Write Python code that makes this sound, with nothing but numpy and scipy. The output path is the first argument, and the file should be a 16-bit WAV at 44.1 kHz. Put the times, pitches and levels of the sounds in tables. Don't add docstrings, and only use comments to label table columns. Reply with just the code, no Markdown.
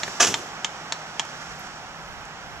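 import sys
import numpy as np
from scipy import signal
from scipy.fft import rfft, irfft
from scipy.io import wavfile

SR = 44100
rng = np.random.default_rng(int(sys.argv[2]) if len(sys.argv) > 2 else 0)


def log_audio(samples):
    frames = np.atleast_2d(samples).T
    limited = np.clip(frames, -1, 1)
    pcm = np.round(limited * 32767).astype(np.int16)
    wavfile.write(sys.argv[1], SR, pcm)


N = 114660
T = np.arange(N) / SR
FREQS = np.fft.rfftfreq(N, 1 / SR)


def amp(db):
    return 10 ** (np.asarray(db) / 20)


def unit(x):
    return x / np.sqrt(np.mean(x ** 2) + 1e-20)


def curve_at(points, hz):
    f, value = np.transpose(points)
    return np.interp(np.log(hz + 1), np.log(f + 1), value)


def fader(points):
    return amp(np.interp(T, *np.transpose(points)))


def fade(t, t60):
    return np.exp(-np.log(1000) * t / t60)


def pan(db):
    return amp(np.array([[.5], [-.5]]) * db)


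def add(mix, start, sound):
    part = mix[:, max(round(start * SR), 0):][:, :sound.shape[-1]]
    part += sound[..., :part.shape[1]]


def noise(colour, likeness, lag=0, size=N):
    hz = np.fft.rfftfreq(size, 1 / SR)
    shared, separate = rfft(rng.standard_normal((2, size)))
    left = shared * np.exp(-2j * np.pi * hz * lag)
    right = likeness * shared + np.sqrt(1 - likeness ** 2) * separate
    return unit(irfft(np.array([left, right]) * amp(curve_at(colour, hz)), size))


def narrow_noise(hz, width_hz, size=N):
    detune = (np.fft.rfftfreq(size, 1 / SR) - hz) / (width_hz / 2)
    return unit(irfft(rfft(rng.standard_normal(size)) / (1 + detune ** 2), size))


def uneven(roughness, grain_hz):
    return unit(np.exp(roughness * narrow_noise(0, grain_hz)))


def click(colour, size=4096):
    log_gain = np.log(amp(curve_at(colour, abs(np.fft.fftfreq(size, 1 / SR)))))
    pulse = np.fft.ifft(np.exp(signal.hilbert(log_gain).conj())).real
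    return pulse / np.linalg.norm(pulse)


def ring(modes, t):
    return sum((-1) ** k * amp(db) * fade(t, t60) * np.sin(2 * np.pi * hz * t)
               for k, (hz, db, t60) in enumerate(modes))


def centre_bass(x, corner_hz):
    spectrum = rfft(x)
    to_centre = spectrum.mean(0) - spectrum
    return irfft(spectrum + to_centre / (1 + (FREQS / corner_hz) ** 2), N)


# frequency in Hz, relative level in dB.
ROAR_COLOUR = [(30, -18), (100, -8), (160, -1.5), (220, -2.5), (300, -7), (480, -6.5), (640, -1.5),
               (800, 2.5), (1000, -1.5), (1450, -0.06), (2100, -7), (3100, -10), (4000, -16), (5500, -20),
               (9000, -51), (14000, -53)]
# time in seconds, level in dB.
ROAR_RIDE = [(0, -36), (.5, -37), (1, -37.5), (1.5, -38.5), (1.9, -39.5), (2.6, -39)]
FAR_LIKENESS, FAR_LAG_S = 0.69, 0.00013


def engine_roar():
    return noise(ROAR_COLOUR, FAR_LIKENESS, FAR_LAG_S) * fader(ROAR_RIDE)


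# time in seconds, level in dB.
HUM_RIDE = [(0, -60), (1.1, -52), (1.7, -59), (2, -54.5), (2.6, -57.5)]


def engine_hum():
    return narrow_noise(hz=154.8, width_hz=17) * fader(HUM_RIDE)


# frequency in Hz, relative level in dB.
HISS_COLOUR = [(1000, -13.5), (3000, -5.5), (4000, -7.5), (5200, -1), (5900, 3), (6450, -6), (7250, -3),
               (8200, -14), (9500, -21), (12300, -21.5), (14500, -28)]
# time in seconds, level in dB.
HISS_RIDE = [(0, -37.5), (.17, -39.5), (.55, -46.5), (1.1, -46.5), (1.4, -45), (1.9, -49.5), (2.6, -51)]


def high_hiss():
    return noise(HISS_COLOUR, likeness=.5, lag=FAR_LAG_S) * fader(HISS_RIDE)


# frequency in Hz, relative level in dB.
WIND_COLOUR = [(15, -10), (42, 2.5), (70, 0.5), (120, -3.5), (250, -15.5), (600, -36)]
# time in seconds, level in dB.
WIND_GUSTS = [(0, -56.5), (.8, -63), (1.4, -59), (1.53, -52), (1.7, -59), (2.12, -48), (2.35, -57.5),
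              (2.5, -48.5), (2.6, -52)]


def wind():
    return noise(WIND_COLOUR, likeness=0.12) * fader(WIND_GUSTS) * pan(db=-5)


# start in seconds, level in dB, ring pitch in Hz, ring trim in dB,
# treble shelf in dB, left over right in dB.
KNOCK_CUES = [(0.0335, -2.5, 4560, 2.5, -6.5, -1.5), (.3417, -.5, 3206, 3, -2.5, -1),
              (0.3437, -7.5, 3490, 1, 2, -1), (.6461, .5, 3130, 0.5, 0.5, .5),
              (0.9231, -0.5, 4420, 1.5, -1, -1.5), (1.1958, 0.5, 3300, 2.5, -0.5, -1)]
# pitch in Hz, relative level in dB, t60 in seconds.
STONE_MODES = [(925, -30.5, 0.036), (1715, -28.5, .02), (2470, -35, 0.021), (3600, -33, 0.018),
               (5490, -25.5, .012), (6380, -36, .014), (7260, -24, 0.0088)]
# frequency in Hz, relative level in dB.
CONTACT_COLOUR = [(100, -24), (400, -7.5), (900, 1), (1400, 2.5), (2000, -1.5), (3500, 4), (4800, -4),
                  (6300, 4), (7500, 0.5), (8400, -12.5), (10000, -24.5), (14000, -39)]
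# frequency in Hz, relative level in dB.
WHITE = [(20, 0), (20000, 0)]
SHELF_HZ, GROUND_ECHO_S, GROUND_ECHO_DB = 5000, .0056, -13


def knocks(size=4096):
    out, t = np.zeros((2, N)), T[:size]
    for start, db, hz, ring_db, treble_db, side_db in KNOCK_CUES:
        contact = click([(f, gain_db + treble_db / (1 + (SHELF_HZ / f) ** 6))
                         for f, gain_db in CONTACT_COLOUR])
        impulse = amp(-5) * (t == 0)
        own_ring = amp(ring_db - 21.5) * fade(t, t60=0.015) * np.sin(2 * np.pi * hz * t)
        stone = impulse + ring(STONE_MODES, t) + own_ring
        grit = amp(-17) * noise(WHITE, likeness=0.65, size=size) * fade(t, t60=0.027)
        knock = signal.fftconvolve(stone + grit, contact[None], axes=1) * amp(db) * pan(side_db)
        add(out, start, knock)
        add(out, start + GROUND_ECHO_S, amp(GROUND_ECHO_DB) * knock)
    return out


# start in seconds, level in dB.
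BUMP_CUES = [(0.0789, -25.5)]
# frequency in Hz, relative level in dB.
BUMP_COLOUR = [(60, -14), (400, -2), (900, 0.5), (1800, -5.5), (3000, -18), (7000, -19), (10000, -35)]


def bump(size=4096):
    out, t = np.zeros((2, N)), T[:size]
    for start, db in BUMP_CUES:
        add(out, start, amp(db) * noise(BUMP_COLOUR, likeness=.9, size=size) * fade(t, t60=0.043))
    return out


# frequency in Hz, relative level in dB.
CRACK_COLOUR = [(200, -25), (1200, -16), (3000, -8.5), (4800, -8), (6000, 1), (7000, -1.5), (8500, -14.5),
                (11000, -17), (14500, -32)]
CRUMBLE_COLOUR = [(100, -19), (400, -3.5), (750, -2.5), (1250, -1.5), (1700, -1.5), (2100, -6), (2900, .5),
                  (4300, -8.5), (5100, -3), (5900, 2.5), (7300, 0), (8600, -15.5), (11000, -25),
                  (14000, -39)]
BOOM_COLOUR = [(40, -26), (70, -13), (100, -1), (220, -2), (290, -2.5), (390, 4), (520, -5.5), (1000, -12),
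               (3000, -30.5)]
# start in seconds, level in dB, t60 in seconds.
LATE_PIECES = [(.233, -19, 0.095), (0.269, -21, 0.085), (.279, -26, 0.046)]
# start in seconds, level in dB, pitch in Hz, t60 in seconds.
THUD_CUES = [(.219, -28, 249, 0.099), (.262, -30, 384, 0.18), (.288, -29.5, 199, 0.11),
             (.29, -32, 105, .13)]
# pitch in Hz, level in dB, t60 in seconds.
SURFACE_MODES = [(338.4, -35.5, 0.6), (398, -31.5, 0.43), (691, -25, 0.23), (728, -24.5, .18),
                 (1190, -18, 0.15), (1671, -17, 0.14), (2550, -26, .2), (3240, -29, .15), (5610, -22, 0.25),
                 (6020, -23, .18), (6212, -20, 0.23), (6590, -29, .2)]
# frequency in Hz, left over right in dB.
CRASH_LEAN = [(100, -0.5), (2400, -0.5), (4400, -4), (6500, -4.5), (8000, 12), (10000, 14), (14500, 15)]
CRASH_S, CRASH_LAG_S = .2, .00002
THUD_RISE_S, SURFACE_RISE_S = 0.0066, 0.0028


def brick_crash():
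    out, t = np.zeros((2, N)), T[:SR]
    crack = crash_layer(CRACK_COLOUR, rise_s=0.12, t60=0.0868, likeness=0.55)
    crumble = crash_layer(CRUMBLE_COLOUR, rise_s=0.01, t60=0.3177, likeness=1)
    boom = crash_layer(BOOM_COLOUR, rise_s=0.03, t60=0.56, likeness=0.5)
    add(out, CRASH_S, amp(-5) * crack * pan(db=0.5))
    add(out, CRASH_S - 0.002, amp(-10.5) * crumble * pan(db=-1))
    add(out, CRASH_S + 0.04, amp(-27) * boom * pan(db=-1.5))
    for start, db, t60 in LATE_PIECES:
        add(out, start, amp(db) * noise(CRUMBLE_COLOUR, likeness=0.77, size=SR) * fade(t, t60))
    for start, db, hz, t60 in THUD_CUES:
        add(out, start, ring([(hz, db, t60)], t) * np.minimum(t / THUD_RISE_S, 1))
    add(out, CRASH_S, ring(SURFACE_MODES, t) * np.minimum(t / SURFACE_RISE_S, 1))
    return irfft(rfft(out) * pan(curve_at(CRASH_LEAN, FREQS)), N)


def crash_layer(colour, rise_s, t60, likeness):
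    contacts = noise(colour, likeness, CRASH_LAG_S) * uneven(roughness=0.24, grain_hz=450)
    return contacts * np.minimum(T / rise_s, 1) * fade(T, t60)


# frequency in Hz, relative level in dB.
SCRAPE_COLOUR = [(500, -23), (1100, -12), (1480, 2), (2000, -7), (2500, -13), (4000, -20), (6000, -13),
                 (12000, -42)]
# time in seconds, level in dB.
SCRAPE_RIDE = [(0, -88), (1.15, -67), (1.3, -45.5), (1.6, -43.5), (1.75, -47), (1.9, -70)]


def scrape():
    rub = noise(SCRAPE_COLOUR, FAR_LIKENESS, FAR_LAG_S) * uneven(roughness=0.46, grain_hz=60)
    return rub * fader(SCRAPE_RIDE) * pan(db=-4.5)


# start in seconds, level in dB, pitch in Hz.
TICK_CUES = [(1.2515, -42, 6800), (1.594, -44.5, 12000), (1.605, -53, 11000), (2.253, -46, 7000)]


def grit_ticks(size=4096):
    out, t = np.zeros((2, N)), T[:size]
    for start, db, hz in TICK_CUES:
        add(out, start, amp(db) * narrow_noise(hz, width_hz=2800, size=size) * fade(t, t60=.025))
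    return out


def reverberate(x, tail):
    return signal.fftconvolve(x, tail / np.linalg.norm(tail[0]), axes=1)[:, :N]


def eaves_echo(x, size=8192):
    t = T[:size]
    tail = noise(WHITE, likeness=0.51, size=size) * fade(t, t60=0.12) * (t > GROUND_ECHO_S)
    return amp(-13) * reverberate(x, tail)


# frequency in Hz, t60 in seconds.
YARD_DECAY = [(100, .8), (400, .9), (1000, 0.82), (2500, .7), (6000, 0.74), (12000, 0.62)]
CRASH_SEND_DB, SMALL_SEND_DB = -16, -19


def yard_echo(x):
    hz, t, bands = signal.stft(noise(WHITE, likeness=0.56, size=SR), SR, nperseg=256)
    decay = fade(t, curve_at(YARD_DECAY, hz)[:, None])
    _, tail = signal.istft(bands * decay, SR, nperseg=256)
    return reverberate(x, tail)


# frequency in Hz, left over right in dB.
BED_LEAN = [(300, -.5), (700, 0), (1300, -5), (4400, -5), (8000, 2.5)]


def background():
    air = centre_bass(engine_roar() + high_hiss(), corner_hz=600)
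    air = irfft(rfft(air) * pan(curve_at(BED_LEAN, FREQS)), N)
    return air + engine_hum() + wind()


def scene():
    crash = brick_crash()
    small_hits = knocks() + bump() + grit_ticks()
    yard = yard_echo(amp(CRASH_SEND_DB) * crash + amp(SMALL_SEND_DB) * small_hits)
    masonry = centre_bass(crash + small_hits + eaves_echo(small_hits) + yard, corner_hz=450)
    return masonry + scrape() + background()


def record(dry):
    clipped = dry / (1 + dry ** 6) ** (1 / 6)
    lowpass = signal.firwin(511, cutoff=14350, window=("kaiser", 9), fs=SR)
    return signal.oaconvolve(clipped, lowpass[None], "same")


dry = scene()
out = record(dry)
log_audio(out)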